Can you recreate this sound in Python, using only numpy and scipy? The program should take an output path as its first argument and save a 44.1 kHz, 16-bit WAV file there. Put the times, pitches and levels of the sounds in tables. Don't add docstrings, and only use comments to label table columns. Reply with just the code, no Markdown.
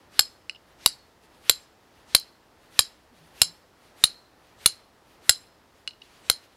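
import sys
import numpy as np
from scipy import signal
from scipy.io import wavfile

SR = 44100
rng = np.random.default_rng(int(sys.argv[2]) if len(sys.argv) > 2 else 0)


def voltage_ratio(level):
    return 10 ** (np.asarray(level, float) / 20)


def materialize(psi):
    bounded = np.clip(np.atleast_2d(psi).T, -1, 1)
    quanta = np.round(bounded * 32767).astype(np.int16)
    wavfile.write(sys.argv[1], SR, quanta)


N = 289296


def at_hz(points, hz):
    table_hz, table_db = np.array(points).T[:2]
    return np.interp(np.log(hz), np.log(table_hz), table_db)


def rms_one(x):
    return x / np.sqrt(np.mean(x ** 2) + 1e-20)


def peak_one(x):
    return x / np.max(np.abs(x))


def butter(x, order, hz, kind="low"):
    return signal.sosfilt(signal.butter(order, hz, kind, fs=SR, output="sos"), x)


def ring(force, hz, t60):
    radius = voltage_ratio(-60 / (t60 * SR))
    turn = 2 * np.pi * hz / SR
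    return signal.lfilter([0, np.sin(turn)], [1, -2 * radius * np.cos(turn), radius ** 2], force + 1e-18)


def bands(x, low_hz):
    edges = low_hz * 2 ** np.arange(0, np.log2(17000 / low_hz), .5)
    for k, (low, high) in enumerate(zip(edges, edges[1:])):
        yield np.sqrt(low * high), butter(x[k % 2], 2, [low, high], "band")


def hiss(spectrum, low_hz, patchy_db):
    out, knots = 0, np.arange(0, N + 2000, 2000)
    for hz, band in bands(rng.standard_normal((2, N)), low_hz):
        flicker = np.interp(np.arange(N), knots, rng.standard_normal(len(knots)))
        out = out + voltage_ratio(at_hz(spectrum, hz) + patchy_db * flicker) * band
    return rms_one(out)


def swell(s, width_s):
    return np.exp(-((np.arange(N) / SR - s) / width_s) ** 2)


# (time [s], strength [dB], place along the steel [0-1], slant of the edge [0-1],
# grip damping [factor])
BLOWS = [
    (0.1917, 4.5, .9, 0.7, 0.92),
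    (0.8594, 3.5, 0.6, 1, .95),
    (1.4948, 5, 0.97, .8, 0.88),
    (2.1477, 4, 0.4, .5, 0.98),
    (2.79, 5, .65, 0.5, 1),
    (3.416, 5.5, .85, 1, 1),
    (4.0375, 3.5, 0.2, .2, .8),
    (4.6585, 4.5, .35, 0.3, .95),
    (5.2928, 5, .85, .05, .8),
    (6.298, 3.5, .15, .3, 1.6),
]
# (time [s], strength [dB], scrape [ms], grip damping [factor],
# main mode share [dB])
TOUCHES = [
    (0.4947, -19, 1.1, 0.8, -13),
    (0.5471, -44, 2.46, 1.4, -20),
    (0.5548, -45.5, 2.6, 1.3, -10),
    (0.5581, -41, 5.4, 1.4, -20),
    (5.875, -15, 1.1, 0.73, -4.5),
    (5.9074, -36, 2.4, 2.6, -5),
    (5.9327, -47, 2.6, 1.5, -9),
    (6.017, -36.5, 5.4, 1.9, -5),
]
SHARE_DB = [0.5, -12.5, -21, -15, -25, -4, -14.5]
PLACE_DB = [-1, 0.57, 8, 12.5, 19, 3.5, 3]
SLANT_DB = [-8, 13.5, -3.5, 0.85, 1.6, -8, 4.5]
TOUCH_SHARE_DB = [-6.5, -2.5, -15, -24, -15, -36]


def contacts():
    rows = []
    for s, db, place, slant, grip in BLOWS:
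        shares = np.array(SHARE_DB) + place * np.array(PLACE_DB) + slant * np.array(SLANT_DB)
        scrape_ms = 3.05 / np.sqrt(grip)
        grit_db = -8 + 1.93 * db
        rows.append((s, db, scrape_ms, grip, grit_db, place, shares))
    partner_db, *others = TOUCH_SHARE_DB
    for s, db, scrape_ms, grip, main_db in TOUCHES:
        shares = np.array([main_db, main_db + partner_db, *others])
        rows.append((s, db, scrape_ms, grip, -8, 0.9, shares))
    return sorted(rows, key=lambda row: row[0])


def scrape(scrape_ms, chance):
    t = np.arange(len(chance[0])) / SR
    force = 0.15 * chance[0] * chance[1] ** 2 * np.exp(-(1000 * t / scrape_ms) ** 3)
    force[:3] = -0.95
    return force


# (frequency [Hz], level [dB], t60 [s])
STEEL = [
    [(4070, -1, .014), (3900, -9, .008)],
    [(4330, -1, .013)],
    [(2900, -1, .022), (1600, -14, .01), (3400, -9, .006)],
    [(4800, -5, .009), (5100, -4, .016)],
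    [(7500, -1, .02), (7700, -7, .013)],
    [(9820, -2, .016), (9450, -14, .012)],
    [(11660, -1, .014)],
]
# (frequency [Hz], level [dB], t60 [s])
FREE = [
    (4100, -30, .42),
    (4335, -27, .34),
    (2900, -32, .2),
    (5110, -41, .42),
    (7520, -36, .32),
    (9790, -39, .26),
    (11650, -37, .2),
]
FREE_PLACE_DB = [-20, -14, 0.7, 1.5, 0.7, 0.7, 0.7]


def steel(force, damping, place, shares, chance):
    click = np.arange(len(force)) == 0
    detune = 1 + .004 * chance[0, -len(STEEL):]
    tremble = rms_one(butter(chance[1], 2, 60))
    out = 0
    for modes, free, place_db, share_db, shift in zip(STEEL, FREE, FREE_PLACE_DB, shares, detune):
        gain = voltage_ratio(share_db - max(shares))
        free_hz, free_db, free_t60 = free
        free_gain = gain * voltage_ratio(free_db + place_db * place - 14 * (damping - 0.5))
        wobble = .8 + .8 * np.roll(tremble, free_hz)
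        out = out + free_gain * wobble * ring(click, free_hz * shift, free_t60 / np.clip(damping, .8, 2))
        for hz, mode_db, t60 in modes:
            held = ring(force, hz * shift, t60 / np.clip(damping, .6, 2))
            out = out + gain * voltage_ratio(mode_db) * peak_one(held)
    return out


# (frequency [Hz], level [dB per Hz])
GRIT = [(600, -28), (1200, -13), (2200, -21.5), (3200, -11.5), (4500, 0.5), (7000, 1), (12000, 5),
        (15500, -10)]


def grit(force, chance):
    t = np.arange(len(force)) / SR
    chips_t60 = .13
    chips = voltage_ratio(-27 - 60 * t / chips_t60) * butter(chance[2, ::-1], 2, 7500)
    scatter = force + chips
    return peak_one(sum(voltage_ratio(at_hz(GRIT, hz)) * band for hz, band in bands([scatter, scatter], 706)))


def thump(size):
    click = np.arange(size) == 0
    return ring(click, 100, 0.048) + 3.2 * ring(click, 520, 0.015) + 0.5 * ring(click, 170, 0.043)


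def blow(row, chance):
    s, db, scrape_ms, damping, grit_db, place, shares = row
    force = scrape(scrape_ms, chance)
    body = steel(force, damping, place, shares, chance) + voltage_ratio(grit_db) * grit(force, chance)
    soft_hz = np.clip(17000 * voltage_ratio(0.39 * db), 5200, 20000)
    thin_hz = np.clip(900 * voltage_ratio(-.45 * db), 500, 2500)
    body = butter(body, 2, [thin_hz, soft_hz], "band")
    return voltage_ratio(db) * (peak_one(body) - voltage_ratio(-42 + 1.2 * db) * thump(len(force)))


def near_echoes(x, chance):
    t = np.arange(SR // 50) / SR
    echoes = chance[:len(t)] * np.exp(-t / 0.0022) * (t > .001)
    return x + voltage_ratio(-24) * signal.oaconvolve(x, echoes)[:len(x)]


def striker():
    size, lag_s = SR // 2, .0011
    rows = contacts()
    out = np.zeros(N + size)
    for row, chance in zip(rows, rng.standard_normal((len(rows), 3, size))):
        at = round((row[0] + lag_s) * SR)
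        out[at:at + size] += near_echoes(blow(row, chance), chance[2])
    return butter(out[:N], 6, 14000)


# (time [s], peak level [dB])
SPARKS = [
    (2.198, -25),
    (6.5081, -78),
]


def sparks():
    t = np.arange(N) / SR
    burst = np.zeros(N)
    for s, db in SPARKS:
        burst += voltage_ratio(db) * (t >= s) * np.exp(-np.maximum(t - s, 0) / .0015)
    return butter(0.55 * burst * rng.standard_normal(N), 2, [6000, 14000], "band")


# (frequency [Hz], t60 [s])
ROOM_T60 = [(500, 0.04), (2000, 0.078), (3200, .085), (4500, 0.14), (9000, 0.095), (14000, 0.072)]


def room(x):
    t = np.arange(SR // 2) / SR
    echoes_per_s, first_wall_s = 8200, 0.006
    echoes = rng.standard_normal(len(t)) * (rng.random(len(t)) < echoes_per_s / SR)
    walls = echoes / (1 + np.exp(-(t - first_wall_s) / 0.0016))
    tail = 0
    for hz, band in bands([walls, walls], 500):
        fall_db = -60 * t / at_hz(ROOM_T60, hz)
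        far = voltage_ratio(-27 + fall_db / 2.8)
        tail = tail + band * (voltage_ratio(fall_db) + far)
    tail = butter(tail, 4, 12800)
    near_wall_s, spread_s = 0.015, 0.00066
    slap = echoes * np.exp(-((t - near_wall_s) / spread_s) ** 2)
    slap = butter(slap, 2, 2600, "high")
    return signal.oaconvolve(x, voltage_ratio(-24) * tail + voltage_ratio(-30.5) * slap)[:N]


# (frequency [Hz], level [dB per Hz])
STROKE = [(500, -16), (1500, -0.5), (3500, 1.5), (6000, -6.5), (10000, -9), (15500, -13.5)]


def strokes():
    t = np.arange(N) / SR
    lead_s, rise_s, fall_s = 0.076, 0.07, 0.078
    speed = 0
    for s, db, *rest in BLOWS:
        moving = .5 + .5 * np.tanh((t - s + lead_s) / .025)
        speed = speed + voltage_ratio(db) * moving * np.exp(np.minimum((t - s) / rise_s, (s - t) / fall_s))
    return voltage_ratio(-54.5) * speed * hiss(STROKE, 400, patchy_db=2.5)


# (middle time [s], level [dB], length [s])
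LIFTS = [(0.028, -74.5, .12), (0.713, -71, 0.089), (1.245, -66, 0.046), (1.356, -68.5, 0.11),
         (1.87, -79, 0.065), (1.99, -68.5, .12), (2.65, -68.5, .1), (3.178, -66, .06), (3.269, -67, 0.19),
         (3.865, -66.5, 0.13), (4.485, -68.5, 0.13), (5.121, -67.5, .12), (5.789, -71, .1),
         (6.052, -63.5, 0.066), (6.152, -63, 0.16), (6.44, -64.5, .05), (6.531, -71.5, .04)]
# (frequency [Hz], level [dB per Hz])
SWISH = [(1200, -9), (1800, -0.5), (3000, 0.5), (5000, -3), (8000, -19.5)]
# (frequency [Hz], level [dB per Hz])
RUSTLE = [(4000, -13.5), (6500, -5.5), (9000, 1.5), (12000, -4.5), (15500, -10)]


def sleeves():
    rub = np.sqrt(sum((voltage_ratio(db) * swell(s, length / 2)) ** 2 for s, db, length in LIFTS))
    swish = (voltage_ratio(-77) + rub) * hiss(SWISH, 610, patchy_db=-0.5)
    rustle = (voltage_ratio(-85) + voltage_ratio(-8.5) * rub) * hiss(RUSTLE, 2828, patchy_db=2.0)
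    return swish + rustle


# (time [s], frequency [Hz], length [s], level [dB])
CREAKS = [
    (3.127, 247.5, 0.034, -56.5),
    (3.23, 160, .1, -58),
    (3.484, 166, 0.0705, -54.5),
]


def creaks():
    t = np.arange(N) / SR
    return sum(voltage_ratio(db) * swell(s, length / 2) * np.sin(2 * np.pi * hz * t) for s, hz, length, db in CREAKS)


# (frequency [Hz], level [dB per Hz])
AIR = [(12, -34), (20, -4), (70, 1), (161, -4), (300, -1.5), (890, -4), (2200, -12.5), (2860, -42.5)]
# (frequency [Hz], level [dB per Hz])
MIC_HISS = [(1500, -8.5), (2500, -1.5), (5000, -3.5), (9000, -12.5), (13000, -13.5), (16000, -12)]


def air():
    lead_s, width_s = 0.033, 0.19
    sway = sum(swell(s - lead_s, width_s) for s, *rest in BLOWS)
    rumble = voltage_ratio(-62 + 3.5 * sway) * hiss(AIR, 22, patchy_db=0.5)
    return rumble + voltage_ratio(-70) * hiss(MIC_HISS, 1414, patchy_db=0.1)


def scene():
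    hits = striker()
    action = hits + sparks() + room(hits)
    background = strokes() + sleeves() + creaks() + air()
    return (action + background)[None]


def low_pass(x):
    return signal.sosfilt(signal.butter(12, 15870, fs=SR, output="sos"), x)


def record(dry):
    hard = np.tanh((dry / 0.87) * (1 + 0.95 * dry ** 2))
    hard = butter(hard, 1, 30, "high")
    hard = signal.sosfilt(signal.cheby2(8, 30, 16600, fs=SR, output="sos"), hard)
    mix = np.clip(hard, -1, 1)
    return low_pass(mix)


dry = scene()
out = record(dry)
materialize(out)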